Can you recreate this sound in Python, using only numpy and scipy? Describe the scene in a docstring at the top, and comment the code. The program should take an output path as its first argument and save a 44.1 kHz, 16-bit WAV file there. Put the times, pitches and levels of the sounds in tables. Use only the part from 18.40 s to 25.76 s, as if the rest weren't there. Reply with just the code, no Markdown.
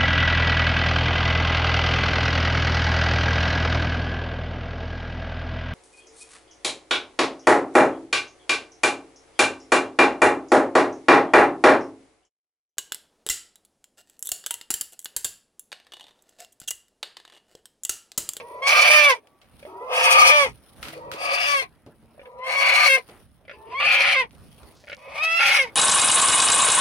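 """A rooster's syrinx drives six squawks with two oscillators: a rising whistle and a lower flap.
Unlocked oscillators mix into a rasp; locked ones give a clear stack of harmonics, shaped by throat and gape.
Gulps precede calls as damped tones and noise puffs; the planks of the coop answer with decaying noise.
Short knocks are noise bursts, a hinge creaks by stick-slip, and a hollow thing rings in two modes.
Shaped noise gives hand rumble, yard murmur and a swelling dry rustle at two hand-held microphone ports."""
import sys
import numpy as np
from scipy import signal
from scipy.fft import rfft, irfft, next_fast_len
from scipy.io import wavfile
from scipy.ndimage import uniform_filter1d, map_coordinates

SR = 44100
rng = np.random.default_rng(int(sys.argv[2]) if len(sys.argv) > 2 else 0)


def pcm_store(signal):
    """Save signal as 16-bit PCM."""
    levels = np.round(np.clip(np.atleast_2d(signal), -1, 1) * 32767)
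    wavfile.write(sys.argv[1], SR, levels.astype(np.int16).T)


N = 324443

# Course of the voice: (time [s], whistle pitch [Hz], whistle level [dB], throat effort [dB])
VOICE = [(0, 929, -63, -39), (.04, 945.9, -43, -67), (.214, 1016, -36.5, -60.5), (.224, 1075, -30.5, -32),
         (.28, 1151, -23, -18.5), (.4, 1218, -16.5, -17), (.46, 1196, -25.5, -16.5),
         (.55, 1211, -23.5, -14), (.62, 1180, -24.5, -17), (.68, 1147, -17, -15.5), (.72, 1010, -19.5, -21),
         (.75, 932.7, -34, -41.5), (.775, 899.5, -72, -54.5), (1.27, 889.8, -72.5, -61),
         (1.35, 945.1, -45, -71), (1.47, 1031, -32.5, -60), (1.53, 1058, -29, -28.5),
         (1.6, 1130, -31, -22.5), (1.63, 1153, -52.5, -20.5), (1.65, 1179, -17.5, -19.5),
         (1.9, 1198, -17, -15), (1.97, 1180, -16.5, -18), (2.03, 1116, -19.5, -20.5),
         (2.065, 997.6, -34.5, -32), (2.11, 940.1, -75, -56.5), (2.54, 951.2, -71, -51),
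         (2.62, 944, -41, -72), (2.75, 974.2, -47, -53), (2.82, 1122, -33.5, -35.5), (2.9, 1169, -34, -29),
         (3.07, 1161, -32.5, -25), (3.13, 1145, -21, -27.5), (3.2, 1059, -34, -25.5),
         (3.24, 1049, -37.5, -43.5), (3.28, 1023, -60, -71.5), (3.83, 967.8, -59, -73),
         (3.97, 965.2, -49, -69.5), (4.04, 1042, -33, -36), (4.09, 1082, -40, -29),
         (4.18, 1114, -23.5, -23), (4.25, 1124, -29, -19), (4.45, 1198, -24.5, -18),
         (4.49, 1082, -37, -15.5), (4.555, 1062, -29.5, -17), (4.59, 1017, -45, -40.5),
         (4.63, 994.2, -68, -71.5), (5.13, 846, -63.5, -51), (5.22, 893.4, -45, -78),
         (5.3, 919.2, -44, -54.5), (5.36, 1075, -28.5, -35), (5.41, 1171, -34, -23),
         (5.5, 1263, -33.5, -18), (5.735, 1269, -36, -20.5), (5.765, 1058, -32.5, -20.5),
         (5.805, 1043, -27, -22.5), (5.835, 918, -32, -36.5), (5.89, 850, -76, -83),
         (6.57, 968.5, -58, -61), (6.65, 998.4, -48, -52.5), (6.73, 1013, -65, -45),
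         (6.79, 1171, -37, -29.5), (6.83, 1284, -31, -25.5), (6.985, 1356, -24.5, -20.5),
         (7.02, 1385, -26, -19.5), (7.165, 1367, -30, -20), (7.195, 1096, -41, -19),
         (7.232, 1043, -39, -27.5), (7.262, 922, -33.5, -45.5), (7.3, 855, -88, -48.5)]
# Steadier stretches of the syrinx:
# (start [s], end [s], roughness [0-1], half-pitch lines [0-1], quarter-pitch lines [0-1])
LOCKED = [(.215, .27, .3, 0, 0), (.5, .57, .6, .85, 0), (.57, .67, .4, .8, .6), (.67, .74, .25, 1, .2),
          (1.915, 2.0, .28, .8, .6), (2.0, 2.06, .22, 1, .3), (3.065, 3.15, .45, .85, .5),
          (3.15, 3.215, .2, .7, .1), (4.0, 4.07, .3, 0, 0), (4.16, 4.2, .45, 0, 0),
          (4.485, 4.57, .12, 1, 0), (5.34, 5.4, .15, 0, 0), (5.755, 5.84, .14, 1, 0),
          (6.79, 6.83, .2, .2, 0), (6.83, 6.852, .6, .2, 0), (6.852, 6.995, .15, .35, 0),
          (7.185, 7.255, .27, 1, 0)]
# A moan through the shut beak, a rasp as it opens, locking, then spent breath:
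# (start [s], flap leap [s], beak opening [s], locking [s], end [s])
PHASES = [(0, .2, .22, .55, .79), (1.27, 1.415, 1.5, 1.915, 2.12), (2.54, 2.8, 2.8, 3.07, 3.28),
          (3.83, 4.1, 4.03, 4.485, 4.63), (5.13, 5.36, 5.33, 5.755, 5.89), (6.57, 6.75, 6.75, 7.185, 7.3)]
# Differences between squawks: (flap pitch in the moan [Hz], after its leap [Hz], at the lock [Hz],
# gape resonance on opening [Hz], midway [Hz], at the lock [Hz], chest level in the moan [dB],
# chest level in the rasp before it follows effort [dB], treble level before clarity dulls it [dB],
# left over right [dB], upper beak band [relative], hoarse shaking of the flap [relative],
# gain of the air above the beak band [dB], gain of the palate band [dB])
SQUAWKS = [(485.7, 535, 610, 2300, 2310, 2400, -37.5, -31, -11.5, -2.5, 3.7, 2.3, -1, 0),
           (368.9, 500, 540, 2800, 2550, 2300, -31, -31.5, -11.5, 1.5, 2.2, 0.9, 2, 2),
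           (504.5, 565, 545, 2460, 2440, 2700, -34.5, -45.5, -10.5, 5.5, 11, 1.4, 2, 2),
           (494.7, 545, 570, 2100, 2280, 2240, -41, -35, -13.5, 3.5, 14, 1.1, 4.5, -3.5),
           (411.4, 535, 560, 2800, 2350, 2150, -44, -37, -19.5, 2, 5, 1.4, -4.5, -0.5),
           (526.7, 555, 565, 2350, 2500, 2150, -42, -37, -15, 0.5, 2.1, 0.8, -0.5, 0)]
# Throat response: (frequency [Hz], relative gain [dB])
THROAT = [(900, -47), (1400, -13), (1650, -12.5), (1950, -11.5), (2300, -8.5), (2650, -10), (3050, -14),
          (3350, -14), (3950, -21.5), (4550, -16.5), (5700, -18.5), (7600, -31.5), (9300, -20),
          (10400, -29), (15500, -38.5)]
# Chest response: (frequency [Hz], relative gain [dB])
CHEST = [(250, -33.5), (400, -14), (520, -5), (800, 1), (1000, 2.5), (1350, -4), (1700, -49.5)]
# Gulps before a call: (time [s], level before fixed gains [dB], bright part above it [dB])
GULPS = [(1.227, -45.5, 12), (1.251, -38.5, 5.5), (1.266, -42.5, -19), (2.533, -41, 12.5), (3.746, -59, 0),
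         (3.779, -48.5, -10), (3.794, -45, 9), (3.815, -48, 10), (3.856, -53, 18.5), (5.051, -59, 16.5),
         (5.08, -48.5, 17), (5.095, -45.5, 20), (5.112, -45.5, 19.5), (6.438, -52, 14), (6.471, -54, 21),
         (6.48, -52, 24), (6.497, -44, 23), (6.517, -47.5, 22), (6.528, -41, 22.5)]
# Phase lead of the left port over the right: (frequency [Hz], phase [rad])
PORT_LEAD = [(300, 0), (1000, 0.69), (2700, 1.66), (5000, 1), (12000, -4.5)]
# Turning of the microphones: (time [s], advance of the left port over the right [ms])
TURN = [(.5, -0.0039), (1.8, 0.068), (3, 0.18), (4.3, -0.003), (5.6, -0.061), (7, -.1)]
# Decay of the plank answer: (frequency [Hz], 60 dB decay time [s])
PLANKS = [(300, 0.12), (10000, 0.025)]
# Modes of the hollow thing: (frequency [Hz], level [dB], 60 dB decay time [s])
HOLLOW_MODES = [(325, -2, 2.2), (150, -7, 1.2)]
# Bumps that ring it: (time [s], level before the mode levels [dB])
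HOLLOW_HITS = [(2.43, -57), (2.483, -49.5)]
# Short noisy knocks, the first probably a gulp:
# (time [s], level before fixed gains [dB], thud relative to it [dB], 60 dB decay time of the noise tail [s])
KNOCKS = [(0.0044, -37.5, -8, 0.046), (0.8719, -43, -27, 0.087), (1.0161, -42, -25, 0.25),
          (1.1946, -41.5, -11, 0.46), (2.4285, -21, -37.5, 0.46), (2.4839, -23, -19.5, 0.17),
          (2.7158, -19.5, -20.5, 0.33), (3.4635, -42, 5.5, 0.15), (3.6282, -59.5, 10, 0.089),
          (4.688, -36, -2, 0.19), (5.909, -38.5, -33, 0.05), (5.931, -44, -2, 0.11),
          (5.95, -42, -13, 0.048), (6.232, -41, -6, 0.1)]
# Colour of the crack: (frequency [Hz], relative gain [dB])
KNOCK_COLOUR = [(530, -44), (900, -26), (1340, -1.5), (1770, -10), (2140, -4.5), (4570, -11.5),
                (7400, -21.5), (8980, -20), (16000, -28)]
# A door hinge slips: (time [s], mean slip rate [1/s], level before fixed gain [dB])
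CREAK = [(5.95, 72, -65), (6.05, 200, -67), (6.3, 290, -74.5), (6.38, 370, -57), (6.45, 120, -57),
         (6.55, 60, -46), (6.64, 22, -66), (6.68, 21, -113)]
# Handling rumble: (time [s], level before bumps [dB])
HANDS = [(0, -63.5), (1, -69), (1.9, -49.5), (2.3, -60.5), (2.6, -54.5), (3.7, -61.5), (5.6, -55),
         (6.6, -58.5), (7.36, -55.5)]
# The grip jolts: (time [s], rise of the rumble [dB])
BUMPS = [(1.13, 8.5), (2.088, 10.5), (6.03, 4), (6.236, 2.5)]
# The background noise swells: (start [s], end [s], murmur level [dB], rustle level [dB])
SWELLS = [(0, 0.179, -65.5, -63), (1.11, 1.496, -71.5, -67.5), (2.148, 2.437, -75.5, -64),
          (2.401, 2.552, -49.5, -49.5), (4.638, 4.809, -53.5, -56), (5.877, 6.622, -64.5, -67.5),
          (7.258, 7.397, -50.5, -65.5)]
# Constant floor under the swells: (murmur level [dB], rustle level [dB])
FLOOR_DB = (-64, -71.5)
# Thin wavering tones: (start [s], end [s], frequency [Hz], mean level [dB])
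THIN_TONES = [(0.753, 1.158, 1148, -69.5), (3.45, 3.884, 224, -62.5)]
# Noise spectra of rumble, yard murmur and dry rustle: (frequency [Hz], relative gain [dB])
RUMBLE = [(20, -20.5), (64, 0), (211, -7), (300, -12.5), (390, -42), (660, -89.5)]
YARD = [(150, -34), (250, -0.5), (600, -2.5), (1200, -8.5), (2500, -16.5), (5000, -32.5)]
RUSTLE = [(1500, -13.5), (3000, -6.5), (5500, -11.5), (7500, -28.5), (9400, -1.5), (11500, -14.5),
          (16000, -15.5)]

FLAP_CLIMB, FLAP_SAG = 1.06, .75  # pitch ratios: climb through the moan, fall as the breath ends
LEAP_S, GASP_S = .03, .06  # duration of the flap leap; the moan level holds until this long before the end
FREE_ROUGH = .8  # roughness of the unlocked oscillators, 0-1
CLEAR_DB = 0.03  # scale of the overtone loss per quarter-pitch step in a clear voice
CHEST_HZ, SHUT_HZ = 790, 2158  # chest resonance; gape resonance as the beak closes, before clarity tunes it
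LOCKED_THIRD_DB = -6.5  # third harmonic of a fully locked, clear flap relative to effort
MOAN_SWELL_DB, SPENT_DB = 8.5, -71  # rise through the moan; moan level at the end
CHEST_FOLLOWS, FULL_DB, LOCK_DB = 0.47, -18, 5  # chest dB per dB of effort, full effort, gain at full lock
BUMP_S, SWELL_EDGE_S = 0.074, 0.26  # 1/e half-width of a jolt; ramp of a noise swell before squaring
TOP_HZ = 15950  # upper band limit


def rooster():
    """Two coupled oscillators: flap-shaken whistle pulses excite the throat and their mixing fills the chest."""
    hz, whistle_db, effort_db = curves(VOICE)
    free_hz, gape_hz, moan_db, rasp_db = gestures()
    t = np.arange(N) / SR
    call = np.array([(t >= a) & (t < b) for a, *_, b in PHASES])
    on = uniform_filter1d(call.sum(axis=0) * 1., size=601)
    traits = uniform_filter1d(np.transpose(SQUAWKS)[-6:] @ call, size=601)
    tilt_db, pan_db, upper, hoarse, air_db, palate_db = traits
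    rough, half, quarter = locking(t)
    clear = 1 - rough / FREE_ROUGH
    gape_hz = gape_hz + clear * (2 * hz - gape_hz)  # a clear voice tunes the gape to its second harmonic

    phase = 2 * np.pi * np.cumsum(hz) / SR
    flap_hz = np.where(half > .1, hz / 2, free_hz)
    flap = 2 * np.pi * np.cumsum(flap_hz) / SR + .6 * hoarse * rough * (1 - half) * wobble(60)
    jitter = rough ** 2 * amp(2.5 * wobble(11)) * (1.3 * wobble(90) + 0.9 * wobble(500))
    shaken = phase + jitter + rough ** 3 * np.sin(flap) + 0.13 * wobble(300)
    pulses = pulse_train(shaken, clear, half, quarter)
    size = amp(rough * (1.1 * wobble(130) + 1.7 * wobble(35))) * (1 + 1.2 * rough * np.cos(flap))
    breath = rng.standard_normal(N) * (1 + 6.9 * np.cos(shaken))
    source = size * (steady(pulses) + 0.27 * rough * breath)
    body, treble = throat_bands(source, gape_hz, rough, upper, air_db, palate_db)
    # a clear voice is duller than a rasp
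    tilt_db = tilt_db - 4 * clear - 9 * clear * (1 - half) + 3 * wobble(40)
    throat = amp(effort_db) * (body + amp(tilt_db) * treble)

    effort = np.clip(1 + (effort_db + 30) / 35, .28, 1)
    mixed = chest_mixing(phase, flap, size, breath, effort, rough, half, quarter)
    lower = np.sqrt(np.abs(2 - 1.96 * rough)) * (1 - 0.83 * clear * (1 - half))
    lower = lower * amp(rough * (1.5 - half) * 4 * wobble(60))
    flap_shake = rough * (1 - half) * (.25 * hoarse ** 2 + 1.1 * (1 - effort)) * wobble(160)
    lower = lower * np.cos(flap + flap_shake)
    whistle = amp(whistle_db + effort * rough * (3.5 * wobble(70) + 3 * wobble(22)))
    wavering = phase + np.sqrt(effort) * rough * hoarse * (1 - half) * wobble(80)
    whistle = whistle * (np.cos(wavering) + 0.11 * np.cos(2 * wavering))
    chest = amp(moan_db) + amp(rasp_db + CHEST_FOLLOWS * (effort_db - FULL_DB) + LOCK_DB * half)
    third = half * clear * amp(effort_db + LOCKED_THIRD_DB) * np.cos(phase * 3 / 2)
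    low = on * (chest * (mixed + lower) + whistle + third) + gulps()

    spread = port_spread(treble, amp(effort_db + tilt_db))
    return low + on * (throat + spread) * amp(np.array([pan_db, -pan_db]) / 2)


def locking(t):
    """Mode locking replaces free rasping by steadier states with half- and quarter-pitch subharmonics."""
    state = np.outer([FREE_ROUGH, 0, 0], np.ones(N))
    for a, b, *values in LOCKED:
        state[:, (t >= a) & (t < b)] = np.array(values)[:, None]
    return uniform_filter1d(state, size=801)


def gestures():
    """Articulation: interpolated phases give flap pitch, gape resonance, moan level and rasp chest level."""
    flap, mouth, chest = [], [], []
    for (start, leap, opens, lock, end), row in zip(PHASES, SQUAWKS):
        low_hz, leapt_hz, last_hz, open_hz, mid_hz, lock_hz, moan_db, rasp_db = row[:8]
        flap += [(start, low_hz), (leap - LEAP_S / 2, low_hz * FLAP_CLIMB),
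                 (leap + LEAP_S / 2, leapt_hz), (lock, last_hz), (end, last_hz * FLAP_SAG)]
        mouth += [(opens, open_hz), ((opens + lock) / 2, mid_hz), (lock, lock_hz), (end, SHUT_HZ)]
        chest += [(start, moan_db - MOAN_SWELL_DB, rasp_db), (opens, moan_db, rasp_db),
                  (end - GASP_S, moan_db, rasp_db), (end, SPENT_DB, rasp_db)]
    return curves(flap) + curves(mouth) + curves(chest)


def pulse_train(shaken, clear, half, quarter):
    """Period multiplication: alternate strong and weak pulses put lines between the harmonics."""
    share = [1, quarter, half, quarter]
    pulses = np.zeros(N)
    for k in range(5, 60):  # k counts quarters of the whistle pitch
        if k % 2 == 0 or k < 24:
            loss_db = CLEAR_DB * clear * (0.5 - half) * k
            pulses += share[k % 4] * amp(-loss_db) * np.cos(k * shaken / 4)
    return pulses


def throat_bands(source, gape_hz, rough, upper, air_db, palate_db):
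    """Source-filter principle: throat, palate and moving gape resonances form a body band and a treble band."""
    bright = filtered(source, causal(THROAT))
    palate = filtered(bright, lambda f: 1 / (1 + ((f - 3350) / 450) ** 4))
    bright = bright + (amp(palate_db) - 1) * palate
    treble = filtered(bright, lambda f: 1 / (1 + (4000 / (f + 1)) ** 8))
    rest = bright - treble
    air = filtered(treble, lambda f: 1 / (1 + (5200 / (f + 1)) ** 8))
    treble = treble + (amp(air_db) - 1) * air
    upper_hz = 1.86 * gape_hz * (1 + 0.03 * wobble(6))
    treble = treble + upper * rough ** 2 * gape(bright, upper_hz, width_hz=530)
    body = rest + (1.3 + 1.7 * rough) * gape(bright, gape_hz, width_hz=550)
    return steady(body), steady(treble)


def gape(x, centre_hz, width_hz):
    """A sliding resonance by heterodyning: shift its centre to zero, smooth, shift back."""
    turn = 2 * np.pi * np.cumsum(centre_hz) / SR
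    smooth = lambda f: 1 / (1 + 2j * f / width_hz) ** 2
    cosine = filtered(x * np.cos(turn), smooth) * np.cos(turn)
    sine = filtered(x * np.sin(turn), smooth) * np.sin(turn)
    return cosine + sine


def chest_mixing(phase, flap, size, breath, effort, rough, half, quarter):
    """Intermodulation: the oscillators mix in bursts through the chest, and more weakly at their sum."""
    t = np.arange(N) / SR
    # midway between the difference tone and the chest resonance
    midway = np.cos((phase - flap) / 2 + np.pi * CHEST_HZ * t + 1.5 * wobble(110))
    beat = (1 - half) * amp(5 * wobble(45)) * midway + .6 * breath
    resonant = steady(filtered(size * beat, causal(CHEST)))
    mixed = 1.3 * effort * rough * (1 - 0.43 * half) * resonant
    mixed = mixed + .5 * quarter * np.cos(phase * 3 / 4)  # three-quarter line of the locked state
    return mixed + 0.26 * effort ** 3 * rough * size * np.cos(phase + flap + wobble(120))


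def port_spread(treble, gain):
    """Shading and path difference: the microphone body shades treble and hand sway drifts the port phases."""
    far_side = gain * treble * [[.35], [-.35]]
    sway = 0.85 * wobble(15)  # phase [rad]
    turned = gain * signal.hilbert(treble, next_fast_len(N))[:N]
    drift = np.real(turned * (np.exp(1j * np.array([sway, -sway])) - 1))
    return far_side + drift


def gulps():
    """Impulse excitation: syrinx snaps ring the windpipe's low resonance and send rough puffs up the throat."""
    low, puff, t = np.zeros(N), np.zeros(N), np.arange(1500) / SR
    for s, db, bright_db in GULPS:
        first = round(s * SR)
        rise = amp(db) * (1 - np.exp(-t / 0.0002))
        ring = np.sin(2 * np.pi * rng.normal(597, 45) * t)
        low[first:][:len(t)] += amp(7.5 - 60 * t / 0.066) * rise * ring
        puff[first:][:len(t)] += amp(bright_db + 15.5 - 60 * t / 0.0257) * rise * rng.standard_normal(len(t))
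    return low + filtered(puff, lambda f: causal(THROAT)(f) / (1 + (f / 3300) ** 4))


def coop(x):
    """Reverberation: close planks answer differently at each port, and anew per call as the microphones move."""
    out = np.zeros((2, N + SR))
    edges = [0] + [round((a - .1) * SR) for a, *_ in PHASES[1:]] + [N]
    for a, b in zip(edges, edges[1:]):
        hz, t, z = signal.stft(rng.standard_normal((2, SR // 5)), SR, nperseg=128)
        hz = hz[:, None]
        decay = amp(-60 * t / along(PLANKS, hz))
        colour = decay * (hz / 2000) ** 0.15 / (1 + (650 / (hz + 1)) ** 4)
        tail = signal.istft(z * colour, SR, nperseg=128)[1]
        wet = signal.fftconvolve(x[:, a:b], tail / np.linalg.norm(tail[0]), axes=1)
        out[:, a + 100:a + 100 + wet.shape[1]] += wet  # delayed by 100 samples
    return out[:, :N]


def hollow():
    """Modal vibration: a bumped hollow thing rings in two damped low modes."""
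    t, out = np.arange(N) / SR, np.zeros(N)
    for s, db in HOLLOW_HITS:
        u = np.clip(t - s, 0, None)
        for hz, level, t60 in HOLLOW_MODES:
            decay = amp(db + level - 60 * u / t60 + 2 * wobble(27))
            tone = np.sin(2 * np.pi * hz * u + .4 * wobble(26))
            out += decay * tone * (1 - np.exp(-u / 0.0042))
    return np.sqrt(2) * out


def knocks():
    """Transient noise: each knock is a sharp crack, a grainy decaying tail and a low, soft thud."""
    crack, thud, t = np.zeros((2, N + SR)), np.zeros(N + SR), np.arange(SR // 4) / SR
    grain_db = 2.7 * wobble(200)
    for s, db, thud_db, t60 in KNOCKS:
        first = round(s * SR)
        tail = 0.4 * amp(-60 * t / max(t60, .01) + grain_db[first:][:len(t)])
        shape = amp(-60 * t / 0.0044) + tail
        crack[:, first:first + len(t)] += amp(db + 2.0) * shape * rng.standard_normal((2, len(t)))
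        thud[first:][:len(t)] += amp(db + thud_db - 60 * t / 0.19) * rng.standard_normal(len(t))
    body = lambda f: amp(12.0) / (1 + (f / 700) ** 4) / (1 + (70 / (f + 1)) ** 4)
    return amp(5.0) * filtered(crack, causal(KNOCK_COLOUR))[:, :N] + filtered(thud, body)[:N]


def creak():
    """Stick-slip friction: hinge ticks at a changing, uneven rate ring a broad band of dry wood."""
    rate, db = curves(CREAK)
    slips = np.diff(np.floor(np.cumsum(rate * amp(1.6 * wobble(39))) / SR), prepend=0)
    t = np.arange(N) / SR
    ticks = slips * amp(db + 29.0 + 2.0 * wobble(160)) * (t > CREAK[0][0])

    def wood(f):
        """A damped resonance at 4900 Hz between a low cut and a high cut."""
        resonance = 1j * f * 3500 / (4900 ** 2 - f * f + 1j * f * 3500)
        return resonance / (1 + (2500 / (f + 1)) ** 4) / (1 + (f / 7000) ** 4)
    return filtered(ticks, wood)


def background():
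    """Superposition of handling rumble, yard murmur, dry rustle and thin wavering tones."""
    rumble_db, = curves(HANDS)
    murmur_gain, rustle_gain = noise_swells()
    t = np.arange(N) / SR
    rumble_db = rumble_db + sum(db * np.exp(-((t - s) / BUMP_S) ** 2) for s, db in BUMPS)
    tones = np.zeros(N)
    for a, b, hz, db in THIN_TONES:
        fade = np.clip(np.minimum(t - a, b - t) / .1 + .5, 0, 1)
        tones += fade * amp(db + 3.6 * wobble(20)) * np.cos(2 * np.pi * hz * t + .8 * wobble(25))
    rumble = unit(amp(2 * wobble(12)) * rush(RUMBLE, alike=.5, patchy_db=2))
    rumble = amp(rumble_db + [[-2], [2]]) * rumble  # stronger on the right
    yard = murmur_gain * amp(2 * wobble(9)) * rush(YARD, alike=.8, patchy_db=2.5)
    flicker = amp(2.5 * wobble(14) + 2.5 * wobble(90) + 2.5 * wobble(400))
    rustle = rustle_gain * flicker * rush(RUSTLE, alike=.1, patchy_db=2.5)
    return rumble + yard + rustle + tones


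def noise_swells():
    """Amplitude envelopes: soft-edged swells add to the constant floor of murmur and rustle."""
    t, gain = np.arange(N) / SR, np.outer(amp(FLOOR_DB), np.ones(N))
    for a, b, *db in SWELLS:
        swell = np.clip(np.minimum(t - a, b - t) / SWELL_EDGE_S + .5, 0, 1) ** 2
        gain = gain + np.outer(amp(db), swell)
    return gain


def rush(spectrum, alike, patchy_db):
    """Partially coherent noise: two shaped noises of patchy gain mix into stereo of rms 1."""
    z = signal.stft(rng.standard_normal((2, N)), nperseg=512)[2]
    field = uniform_filter1d(rng.standard_normal(z.shape[1:]), size=6, axis=0)
    field = uniform_filter1d(field, size=10, axis=1)
    noise = signal.istft(z * amp(patchy_db * unit(field)), nperseg=512)[1][:, :N]
    a, b = filtered(noise, lambda hz: amp(along(spectrum, hz)))
    turn = np.arccos(np.clip(alike, -1, 1)) / 2
    middle, side = np.cos(turn) * a, np.sin(turn) * b
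    return unit(np.array([middle + side, middle - side]))


def amp(db):
    """Decibel law: an amplitude ratio from a level."""
    return 10 ** (np.asarray(db) / 20)


def unit(x):
    """Normalisation to an rms of 1."""
    return x / np.sqrt(np.mean(x ** 2) + 1e-20)


def steady(x):
    """Running-rms normalisation, so that breath pressure alone sets the level."""
    return x / np.sqrt(np.abs(uniform_filter1d(x ** 2, size=2001)) + 1e-12)


def along(points, hz):
    """Interpolation of (frequency [Hz], value) points on a log axis."""
    f, v = np.transpose(points)
    return np.interp(np.log(hz + 1), np.log(f + 1), v)


def curves(rows):
    """Linear interpolation in time: one value per sample for each column after the time."""
    s, *cols = np.transpose(rows)
    return [np.interp(np.arange(N) / SR, s, c) for c in cols]


def wobble(rate):
    """Band-limited fluctuation: a smooth random curve with rate knots a second."""
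    return map_coordinates(rng.standard_normal(int(N * rate / SR) + 4), [np.arange(N) * rate / SR])


def filtered(x, response):
    """Linear filtering: the spectrum of x times a complex response of frequency."""
    m = next_fast_len(x.shape[-1] + 8192)
    return irfft(rfft(x, m) * response(np.fft.rfftfreq(m, 1 / SR)), m)[..., :x.shape[-1]]


def causal(points):
    """Minimum phase: a folded cepstrum gives the causal response of (frequency [Hz], gain [dB]) points."""
    def response(hz):
        cep = irfft(np.log(amp(along(points, hz)) + 1e-6))
        cep[1:len(hz) - 1] *= 2
        cep[len(hz):] = 0
        return np.exp(rfft(cep))
    return response


def scene():
    """Superposition: the direct voice with phase and time differences, its plank answer and the other sounds."""
    bird = rooster()
    sides = np.array([[1], [-1]])
    direct = filtered(bird, lambda hz: np.exp(.5j * along(PORT_LEAD, hz) * sides))
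    early_ms, = curves(TURN)
    shift = early_ms * SR / 2000  # half the advance in samples, opposite at the two ports
    direct = [map_coordinates(x, [np.arange(N) + side * shift]) for x, side in zip(direct, (1, -1))]
    return direct + amp(-2.0) * coop(bird) + knocks() + creak() + background() + hollow()


def record(dry):
    """Saturation and band limiting: the loudest peaks round off and nothing above the limit passes."""
    rounded = dry / (1 + np.abs(dry / .95) ** 4) ** (1 / 4)
    return filtered(rounded, lambda hz: hz < TOP_HZ)


dry = scene()
out = record(dry)
pcm_store(out)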